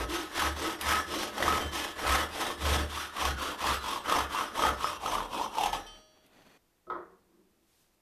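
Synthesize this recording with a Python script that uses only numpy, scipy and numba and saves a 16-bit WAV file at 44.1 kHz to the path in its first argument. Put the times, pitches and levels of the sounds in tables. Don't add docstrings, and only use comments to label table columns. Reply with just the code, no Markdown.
import sys
import numpy as np
from scipy import signal
from scipy.fft import rfft, irfft
from scipy.io import wavfile
from scipy.ndimage import uniform_filter1d, map_coordinates
from numba import njit

SR = 44100
rng = np.random.default_rng(int(sys.argv[2]) if len(sys.argv) > 2 else 0)


def wav_out(sig):
    wavfile.write(sys.argv[1], SR, np.round(np.clip(np.atleast_2d(sig).T, -1, 1) * 32767).astype(np.int16))


def attenuation_scalar(level_db):
    decades = np.asarray(level_db, float) / 20
    return 10 ** decades


N = 353241

# (start [s], tearing hiss [dB], share of the stroke
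# at top speed [0-1], handle over hiss [dB], bench top over hiss [dB])
STROKES = [(-0.12, -36, 0.49, 7.5, 5), (0.073, -36, 0.36, 9, -9), (0.296, -32, 0.54, 6.5, -6.5),
           (0.54, -35, 0.41, 9, -4.5), (0.787, -31, 0.47, 8, -5), (1.052, -33.5, 0.48, 6.5, -2.5),
           (1.325, -33, 0.45, 7, 1), (1.709, -34, 0.31, 6.5, -7), (1.955, -30.5, 0.53, 6.5, -2),
           (2.278, -34.5, 0.51, 7, -2.5), (2.577, -30.5, 0.47, 1.5, -1), (2.869, -36.5, 0.43, 5, -13.5),
           (3.124, -33, .52, 3, -3.5), (3.355, -35.5, 0.46, 4.5, -2.5), (3.575, -30, 0.53, 4.5, -6),
           (3.799, -35.5, 0.44, 5, -5), (4.036, -32.5, 0.48, 6.5, -0.5), (4.276, -36.5, 0.48, 8, -4.5),
           (4.513, -33.5, 0.54, 6.5, 1), (4.756, -36.5, 0.45, 5, -6.5), (4.991, -37, 0.43, 6.5, -0.5),
           (5.287, -38, 0.48, 2.5, 0), (5.507, -35.5, 0.54, 6.5, -3.5), (5.724, -38, 0.1, 4.5, -2)]
# (time [s], peak [dB], pitch [Hz], snap [dB])
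CATCHES = [(0.393, -18.5, 1740, -6.5), (0.565, -29.5, 1070, -12.5), (0.811, -34, 1250, -9),
           (1.38, -25.5, 823, -2), (1.425, -14, 1990, -10), (1.479, -12.5, 1260, -23),
           (1.524, -16, 1350, -10), (2.067, -22, 1370, -17.5), (3.166, -26, 1150, -10),
           (3.223, -18, 1080, -27.5), (3.252, -18, 1120, -2.5), (3.64, -17, 1095, -15),
           (3.692, -21.5, 1216, -11.5), (4.096, -16.5, 1260, -8), (4.123, -11.5, 1280, -13),
           (4.186, -18, 1276, -27), (4.346, -23.5, 1010, -18), (4.576, -23, 956, -14),
           (4.592, -17.5, 1280, -20), (4.621, -17, 1307, -6), (4.65, -14, 870, -18),
           (5.059, -17, 1300, -10.5), (5.133, -18.5, 1035, -13), (5.344, -22, 976, -15.5),
           (5.412, -17.5, 960.3, -41), (5.583, -14.5, 870, -12.5), (5.609, -17.5, 808, -45),
           (5.635, -16, 824, -6), (5.659, -17.5, 828, -6), (5.73, -19, 874, -10)]
# (time [s], peak [dB], pitch [Hz])
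SLIPS = [(0.421, -24.5, 1470), (0.448, -21, 1290), (1.139, -18, 1110), (1.403, -19.5, 600),
         (2.051, -24, 816), (2.467, -29, 1010), (2.501, -20, 1090), (2.609, -32, 915), (2.974, -21, 1280),
         (3.181, -18.5, 1080), (3.285, -23.5, 794), (3.409, -25, 1110), (3.606, -24, 1080),
         (3.668, -27.5, 1280), (3.841, -28, 996), (3.931, -28.5, 991), (3.959, -19.5, 1100),
         (4.057, -28, 950), (4.08, -23.5, 1010), (4.14, -17.5, 1290), (4.16, -20, 1010),
         (4.203, -17.5, 1360), (4.207, -19.5, 985), (4.321, -25.5, 1060), (4.386, -19.5, 1060),
         (4.409, -16, 1080), (4.637, -9, 1280), (4.667, -18, 756), (4.808, -31, 966), (4.822, -28, 1060),
         (4.843, -9.5, 1280), (4.87, -30, 1080), (4.929, -25, 1070), (5.033, -26.5, 1100),
         (5.078, -21.5, 953), (5.119, -19.5, 1080), (5.164, -24.5, 896), (5.182, -20.5, 1170),
         (5.204, -16, 1010), (5.231, -37, 1020), (5.357, -30.5, 947), (5.378, -34, 891),
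         (5.397, -22.5, 899), (5.441, -25, 969), (5.462, -20, 910), (5.536, -27, 918), (5.55, -30, 834),
         (5.573, -19, 875), (5.596, -25.5, 810), (5.679, -24, 821), (5.736, -18, 810), (5.749, -20, 1120),
         (5.768, -30, 775)]
# (frequency [Hz], level [dB per Hz])
TEAR = [(1500, -33), (2300, -5), (2700, -2), (3230, 1.5), (4000, -6.5), (4700, -9.5), (5700, -8.5),
        (6700, -13.5), (9000, -15.5), (11600, -17), (13500, -17), (14500, -28.5)]
# (frequency [Hz], width [Hz], level [dB])
HANDLE = [(827, 17, 10.5), (1045, 14, -23.5), (1166, 223, 5), (1274, 25, 14.5), (1800, 10, -6.5),
          (1725, 5.2, 11), (1990, 15.4, -5.5), (1405, 110, -4)]
# (time [s], resonance [Hz], its share [dB], share of the handle wood
# [dB])
NECK = [(0, 1100, -22.5, -1.5), (1.5, 1010, -17, -2), (2.8, 1100, -10, 0.5), (3.2, 1136, -1.5, -2.5),
        (4, 1088, -1.5, -6), (4.7, 1100, -2.5, -4.5), (5.2, 986, 1.5, -12), (5.45, 940, 6, -33.5),
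        (5.62, 863, 0.5, -12.5), (5.95, 817, -4.5, 14)]
# (frequency [Hz], width [Hz], level [dB])
BENCH = [(220, 207, -3), (299.6, 20.2, 5.5), (347, 17.4, -3), (447.4, 20.5, 3), (507, 22, 2.5),
         (594, 28, -9.5), (130, 91, -14), (165.7, 68, -3.5), (40.4, 2.9, -5), (623, 214, -7)]
# (frequency [Hz], width [Hz], level [dB])
JAWS = [(295, 31, 1.5), (343.6, 57, 2.5)]
# (frequency [Hz], level [dB], t60 [s])
BLADE = [(624, -12, 0.8), (1249, -13, 0.77), (1712, -24, 1.0), (2552, -10, 0.3), (2837, -17, 1.0),
         (3095, -20, 0.44), (3348, -14, 1.5), (3580, -10, 0.41), (4021, -18, 1.0), (4511, -20, 1.4),
         (4888, -25, 0.63), (5055, -22, 0.71), (5195, -11, 0.25), (5512, -26, 0.83), (5798, -9, 0.9),
         (6702, -26, 0.55), (7031, -37, 5.0), (7817, -19, 0.5), (8538, -21, 0.61), (8893, -24, 0.82),
         (9227, -23, 0.77), (10360, -24, 0.41), (10510, -24, 0.39), (12000, -41, 5.0)]
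# (time [s], level [dB])
PINGS = [
    (5.741, -75),
    (5.864, -48),
    (5.969, -71),
]
# (time [s], level [dB])
TICKS = [
    (0.811, -28.5),
    (5.867, -56),
    (5.975, -66),
    (6.263, -59),
]
# (time
# [s], frequency [Hz], level [dB], t60 [s], length [s])
SINGS = [(1.02, 9250, -57, .27, .05), (1.53, 3280, -44, .4, .06), (1.604, 3104, -41, 1.1, .115),
         (1.62, 5800, -56, .55, .13), (2.196, 3004, -34, .17, .033), (3.787, 4030, -48.5, .8, .31),
         (4.06, 3030, -38, .15, .033), (4.623, 3200, -35, .35, .067), (5.668, 6370, -44, .3, .08),
         (5.7, 9238, -56, .3, .12), (5.745, 4840, -52, .2, .07), (5.76, 1846, -49, .2, .05),
         (5.975, 790, -61, .4, .12),
         (5.776, 5798, -58, 1.1, .1),
    (5.791, 4021, -60, 1.1, .085),
    (5.863, 3095, -51, 2.2, .112),
    (5.962, 3095, -63, .9, .3),
    (5.865, 4511, -66, 1.3, .39),
    (5.95, 624, -69, 2.2, .6),
]
# (time [s], frequency [Hz], level [dB], t60 [s], length [s])
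PLANK_NOTES = [
    (6.869, 1291, -53, .3, .031),
    (6.9, 1271, -33.5, .2, .015),
    (6.917, 1281, -33.5, .2, .019),
    (6.947, 1031, -36.5, .12, .041),
]
# (time [s], low thud [dB], steel on wood [dB])
KNOCKS = [
    (6.868, -38.5, -56),
    (6.9, -45, -28),
    (6.921, -32.5, -41),
    (6.949, -39, -47),
]
# (time [s], low [dB], middle [dB])
NUDGE = [
    (7.12, -70, -60),
    (7.222, -81, -78),
    (7.252, -72, -89),
    (7.33, -61, -71),
    (7.41, -61, -74),
    (7.434, -65, -95.5),
    (7.634, -75, -97.5),
    (7.72, -104, -92),
]
# (frequency [Hz], width [Hz], level [dB])
TOP = [(194, 40, -21), (261, 24, -14), (351, 17, 0.5), (383, 26, -3.5), (441, 42, -7), (505, 54, -10),
       (625, 72, -13)]
# (frequency [Hz], width [Hz], level [dB])
PLANK = [(123, 77, -16), (254, 15, 7.5), (464, 20, 11.5), (705, 22, -9), (1070, 23, 4), (1100, 35, 9),
         (1180, 29, -7), (1470, 51, -3), (1280, 87, 4), (870, 30, 2), (820, 25, -6)]
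# (frequency [Hz], width [Hz], level [dB])
SETTLE = [(188.7, 45, -7.5), (266.4, 44, -3.5), (326, 21, 1.5), (390, 36, -2.5)]
# (frequency [Hz], level [dB per Hz])
CLACK = [(200, -37), (550, -6.5), (800, -7), (1030, 3), (1250, -3.5), (1450, -9.5), (1900, -14.5),
         (2250, -22.5), (2700, -40.5), (3400, -33), (4500, -37.5), (7000, -58)]
# (time [s], level [dB])
CARRY = [
    (5.9, -69),
    (5.968, -59.5),
    (6.052, -71),
    (6.418, -62.5),
    (6.536, -62.5),
    (6.575, -62.5),
]
# (frequency [Hz], level [dB per Hz])
DRAG = [(80, -9), (260, -1.5), (600, -5.5), (1200, -9.5), (2300, -13.5), (3200, -10.5), (3800, -17),
        (4400, -19.5), (5200, -25), (6000, -22.5), (7500, -28), (14000, -27.5)]
# (frequency [Hz], width [Hz], level [dB])
SLIDE = [(1910, 120, 0), (3150, 94, 4), (4440, 190, -3), (6000, 330, 0), (2450, 170, -4)]
# (time [s], level [dB])
SLEEVE = [
    (7.55, -97.5),
    (7.606, -92),
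    (7.696, -73),
    (7.828, -70.5),
    (7.916, -83),
    (7.95, -75),
]
# (time [s], level [dB], sway [Hz], held [s])
ROCK = [(0.021, -36, 57.3, 0.016), (0.462, -37.5, 72.6, 0.075), (0.88, -39, 74.7, 0.035),
        (1.09, -52, 74, .01), (1.45, -40, 74.9, 0.09), (1.66, -38, 74.2, 0.01687), (2.11, -31, 65, 0.013),
        (2.28, -48, 77.7, .01), (2.662, -30.5, 72.4, 0.15), (2.95, -43, 74.3, 0.0095),
        (3.27, -34.5, 68.5, 0.049), (3.7, -36, 67.7, 0.014), (3.84, -51, 66.6, 0.017),
        (4.1, -55, 63.3, .01), (4.22, -42, 69.3, 0.0085), (4.69, -38.5, 68.1, 0.018), (5.0, -57, 61.5, .01),
        (5.13, -47, 42, 0.11), (5.67, -47.5, 39.4, 0.1), (5.85, -58, 36, 0.076)]
# (frequency [Hz], t60 [s])
ROOM_T60 = [(100, 0.98), (400, 0.82), (1200, 0.41), (4000, 0.35), (12000, 0.13)]
# (frequency [Hz], level [dB per Hz])
AIR = [(25, 1.5), (100, -3.5), (320, -5), (700, -9), (1500, -14.5), (3000, -17.5), (8000, -21),
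       (14500, -22)]
# (frequency [Hz], level [dB])
WHINES = [
    (340, -86),
    (12000, -87),
]

THROUGH_S, DAMPED_S, STILL_S = 5.832, 5.972, 6.262
SPEED_POWER, TURN_DB = 1.56, -16
HANDLE_LAG_DB, BENCH_LAG_DB = -0.5, 3
PUSH_VICE_DB = 5.5
STICK_DB, STICK_S = 1, 0.0068
SLIP_DB, SLIP_S = 3, 0.0066
NECK_WIDTH_HZ, NECK_NARROWS = 413, 1.3
JAWS_FADE_DB_PER_S = 6
ROCK_RISE_DB_PER_S, ROCK_FALL_DB_PER_S = 258.5, 130.5
AIR_DB = -72


def saw():
    stroke, handle_db, bench_db, load_db = arm()
    neck_hz, neck_db, vice_db = in_time(NECK)
    jolts, surge_db = slips()
    chatter_db = 1.8 * drift(90.) + surge_db
    teeth, fibres = grains(900., 1.35), grains(12000., 0.81)

    tearing = stroke * attenuation_scalar(chatter_db - 4.5) * (0.15 * teeth + 0.8 * fibres)
    hiss = colour(tearing + attenuation_scalar(1) * snaps(), TEAR)
    blade = attenuation_scalar(-20) * pinched_blade(stroke, 21.0, patchy_db=7.5)

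    push = stroke * attenuation_scalar(handle_db + chatter_db) * (0.43 * teeth + 0.31 * fibres) + attenuation_scalar(17) * jolts
    neck_push = push + 0.5 * stroke * attenuation_scalar(handle_db) * grains(450.0, 1.2)
    neck = attenuation_scalar(neck_db - 4.0) * neck_ring(neck_push, neck_hz)
    broad = colour(push, [(300, -30.5), (650, -6), (950, 3), (2000, 0.5), (3500, -25.0)])
    wood = attenuation_scalar(-6) * body(push, HANDLE) + attenuation_scalar(-4.5) * broad

    bench_push = stroke * attenuation_scalar(bench_db) * (0.6 * teeth + 0.36 * grains(2000., 5.1))
    bench = attenuation_scalar(-2.0) * body(bench_push, BENCH)
    jaws_db = -JAWS_FADE_DB_PER_S * np.arange(N) / SR - 1.8 * load_db
    jaws = attenuation_scalar(-7.0) * body(stroke * attenuation_scalar(jaws_db) * fibres, JAWS)
    return hiss + blade + neck + attenuation_scalar(vice_db + load_db) * wood + bench + jaws


def arm():
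    start, *columns = np.transpose(STROKES)
    t, ends = np.arange(N) / SR, np.append(start[1:], THROUGH_S)
    k = np.searchsorted(start, t, "right") - 1
    tear_db, top, handle_db, bench_db = (c[k] for c in columns)
    done = np.clip((t - start[k]) / (ends[k] - start[k]), 0, 1)
    skew = np.log(.5) / np.log(np.clip(top, .1, .9))
    speed = np.abs(np.sin(np.pi * done ** skew))
    turn = attenuation_scalar(TURN_DB - 183 * np.maximum(t - THROUGH_S, 0))
    stroke = attenuation_scalar(tear_db) * (speed ** SPEED_POWER + turn)
    handle_db = handle_db + HANDLE_LAG_DB * (1 - speed)
    bench_db = bench_db + BENCH_LAG_DB * (1 - speed)
    return stroke, handle_db, bench_db, PUSH_VICE_DB * np.cos(np.pi * k) / 2


def slips():
    s, db, hz = np.transpose(SLIPS)
    scatter_db = 1.5 * rng.standard_normal(len(s))
    marks = spikes(np.append(s, np.transpose(CATCHES)[0]), 0)
    after = fading(marks, SLIP_S)
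    before = fading(marks[::-1], STICK_S)[::-1]
    bite_db = SLIP_DB * after - STICK_DB * (before - marks)
    return spikes(s, db - 8.0 + scatter_db), bite_db - uniform_filter1d(bite_db, size=1100)


def snaps():
    s, db, hz, snap_db = np.transpose(CATCHES)
    return dying(s, db + snap_db - 9.0, 0.008)


def pinched_blade(stroke, width_hz, patchy_db):
    out, r, clicks = 0, np.exp(-np.pi * width_hz / SR), grains(3000., 2.5)
    modes = [(hz * split, db) for hz, db, t60 in BLADE[2:-1] for split in (1, 1.07)]
    for k, (hz, db) in enumerate(modes):
        if k % 6 == 0:
            grip = np.minimum(drift(22.), 1.6)
        grip = np.roll(grip, 5003)
        level_db = 0.43 * db - 2.05 * np.log2(hz / 3000) + patchy_db * grip
        own = np.roll(clicks, 977 * k) * stroke * attenuation_scalar(level_db)
        w = 2 * np.pi * hz / SR
        gain = np.sqrt(1 - r * r) * np.sin(w)
        out = out + signal.lfilter([gain], [1, -2 * r * np.cos(w), r * r], own)
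    return out


def neck_ring(push, hz):
    soft = hz / 1070.0
    hz = hz * (1 + 0.1 * soft ** 2 * drift(25.))
    r = np.exp(-np.pi * NECK_WIDTH_HZ * soft ** NECK_NARROWS / SR)
    return gliding(gliding(push, hz, r, SR), hz, r, SR) * np.sqrt(1 - r * r)


@njit
def gliding(x, hz, r, rate):
    y = np.zeros(len(x))
    for i in range(2, len(x)):
        turn = 2 * r[i] * np.cos(2 * np.pi * hz[i] / rate)
        y[i] = x[i] - x[i - 2] + turn * y[i - 1] - r[i] * r[i] * y[i - 2]
    return y * np.sqrt((1 - r * r) / 2)


def catches():
    out, t = np.zeros(N), np.arange(SR // 20) / SR
    events = [row[:3] for row in CATCHES] + [(s, db - 3.5, hz) for s, db, hz in SLIPS]
    for s, db, hz in events:
        stiff = np.clip((hz - 850.) / 440.0, 0, 1)
        delay = 0.00082 * stiff * (1 - np.exp(-t / 0.00086))
        swell = 0.91 * (1 - np.exp(-t / 0.00081))
        decay = np.exp(-t / (.006 - 0.0021 * stiff))
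        ring = np.sin(2 * np.pi * hz * (t - delay)) * swell * decay
        out[int(s * SR):int(s * SR) + len(t)] += attenuation_scalar(db + 0.5) * ring
    return out


def free_blade():
    rings = []
    luck_db = rng.normal(0, 1, (len(PINGS), len(BLADE)))
    for (s, db), row in zip(PINGS, luck_db):
        for (hz, mode_db, t60), extra_db in zip(BLADE[:-1], row):
            broad = t60 < .45 and hz > 1800
            length = max((DAMPED_S if broad else STILL_S) - s, .012)
            rings.append((s, hz, db + mode_db + extra_db, min(t60, 2), length))
    out = np.zeros(N)
    for s, hz, db, t60, length in rings + SINGS + PLANK_NOTES:
        t, first = np.arange(int(length * SR)) / SR, int(s * SR)
        edges = np.minimum(1, np.minimum(t / 0.0014, (length - t) / 0.012))
        tone = np.sin(2 * np.pi * hz * (t + first / SR))
        out[first:first + len(t)] += edges * attenuation_scalar(db - 60 * t / t60) * tone
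    ticks = dying(*np.transpose(TICKS), 0.0069)
    return out + colour(ticks, [(1000, -11.0), (3500, 9.0), (7000, -8), (11000, 3.5), (14000, 0.5)])


def knocks():
    s, thud_db, clack_db = np.transpose(KNOCKS)
    rattle = grains(1500., 1.8)[:SR // 5] * np.exp(-np.arange(SR // 5) / SR / 0.016)
    rattle[0] = 9

    def rattling(db):
        return signal.fftconvolve(spikes(s, db), rattle)[:N]

    low, middle = burst(NUDGE) * grains(1100.0, 2.3)
    thud = body(rattling(thud_db - 10.5), TOP) + body(dying(s, thud_db - 12.0, 0.041), TOP)
    settling = 0.47 * body(low, SETTLE)
    planks = attenuation_scalar(-10) * body(rattling(clack_db), PLANK)
    steel_edge = colour(dying(s, clack_db - 28.5, 0.011),
                        [(2400, -25), (3300, 5), (3800, -2), (4200, -14), (8000, -25)])
    clack = rattling(clack_db - 12.5) + 0.46 * middle + dying(s, clack_db - 12.0, 0.049)
    return thud + settling + planks + steel_edge + colour(clack, CLACK)


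def sleeve():
    cloth = colour(burst(SLEEVE)[0] * grains(8000., 2.0),
                   [(500, -9.0), (3500, -0.5), (9000, -3), (14000, -4.5)])
    rub = burst(CARRY)[0] * attenuation_scalar(1.5 * drift(45.)) * grains(6600.0, 2.0)
    sliding = np.clip((np.arange(N) / SR - STILL_S) / .1, 0, 1)
    return attenuation_scalar(0.5) * cloth + attenuation_scalar(0.5) * colour(rub, DRAG) + attenuation_scalar(-9.0) * body(sliding * rub, SLIDE)


def rocking():
    sway = np.sqrt(2) * np.sin(2 * np.pi * np.cumsum(in_time(ROCK)[1]) / SR)
    rumble = body(rng.standard_normal(N), [(60.6, 11, 9.0), (130.0, 160, 4.0)])
    return shoves() * (0.94 * sway + 0.3 * rumble)


def shoves():
    t, levels = np.arange(N) / SR, []
    for s, db, hz, held in ROCK:
        rise = ROCK_RISE_DB_PER_S * np.maximum(s - t, 0)
        fall = ROCK_FALL_DB_PER_S * np.maximum(t - s - held, 0)
        levels.append(db - rise - fall)
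    return attenuation_scalar(np.max(levels, axis=0))


def workshop(x):
    t, tail = np.arange(SR) / SR, 0
    white = rng.standard_normal(SR)
    for low in 60 * 2. ** np.arange(8):
        octave = signal.butter(2, [low, 2 * low], "band", fs=SR, output="sos")
        tail = tail + signal.sosfilt(octave, white) * attenuation_scalar(-60 * t / at_hz(ROOM_T60, 4.08 * low))
    tail = tail * (t > .005)
    return signal.fftconvolve(x, tail / np.linalg.norm(tail))[:N]


def room_tone():
    t = np.arange(N) / SR
    lines = sum(attenuation_scalar(db + 0.5) * np.sin(2 * np.pi * hz * t) for hz, db in WHINES)
    return attenuation_scalar(AIR_DB) * colour(rng.standard_normal(N), AIR) + lines


def grains(per_s, spread_db):
    sizes = attenuation_scalar(spread_db * np.minimum(rng.exponential(1, N), 4)) * rng.choice([-1, 1], N)
    return rms_one(sizes * (rng.random(N) < per_s / SR))


def spikes(times, db):
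    out = np.zeros(N)
    out[(np.asarray(times) * SR).astype(int)] = attenuation_scalar(np.asarray(db))
    return out


def fading(x, decay_s):
    return signal.lfilter([1], [1, -np.exp(-1 / (decay_s * SR))], x)


def dying(times, db, decay_s):
    return fading(spikes(times, db), decay_s) * rng.standard_normal(N)


def body(x, modes):
    pulse, t = 0, np.arange(SR // 5) / SR
    for k, (hz, width_hz, db) in enumerate(modes):
        ring = np.exp(-np.pi * width_hz * t) * np.sin(2 * np.pi * hz * t)
        pulse = pulse + (-1) ** k * attenuation_scalar(db) * width_hz * ring
    return signal.fftconvolve(x, pulse / np.linalg.norm(pulse))[:N]


def colour(x, spectrum):
    size = 4096
    cepstrum = irfft(np.log(attenuation_scalar(at_hz(spectrum, np.linspace(1, SR / 2, size // 2 + 1)))))
    cepstrum[1:size // 2] *= 2
    cepstrum[size // 2 + 1:] = 0
    pulse = irfft(np.exp(rfft(cepstrum)))
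    return signal.fftconvolve(x, pulse / np.linalg.norm(pulse))[:N]


def at_hz(points, hz):
    points = np.array(points)
    return np.interp(np.log(hz), np.log(points[:, 0]), points[:, 1])


def in_time(rows):
    s, *columns = np.transpose(rows)
    return [np.interp(np.arange(N) / SR, s, c) for c in columns]


def burst(rows):
    silent = (-120,) * (len(rows[0]) - 1)
    before, after = (rows[0][0] - .01,) + silent, (rows[-1][0] + .01,) + silent
    return attenuation_scalar(in_time([before] + list(rows) + [after]))


def drift(rate):
    knots = rng.standard_normal(int(N / SR * 400) + 3)
    return map_coordinates(knots, [np.arange(N) / SR * rate], order=1) * 1.2


def rms_one(x):
    return x / np.sqrt(np.mean(x ** 2) + 1e-30)


def scene():
    sawing, knock = saw() + catches() + free_blade(), knocks()
    echo = workshop(attenuation_scalar(-11.0) * sawing + attenuation_scalar(-6.5) * knock)
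    return (sawing + knock + echo + rocking() + sleeve() + room_tone())[None]


def roll_off(x):
    return signal.sosfilt(signal.butter(12, 14620, fs=SR, output="sos"), x)


def record(dry):
    low_pass = signal.cheby2(12, 50, 15000, fs=SR, output="sos")
    mix = signal.sosfilt(low_pass, dry)
    return roll_off(mix)


dry = scene()
out = record(dry)
wav_out(out)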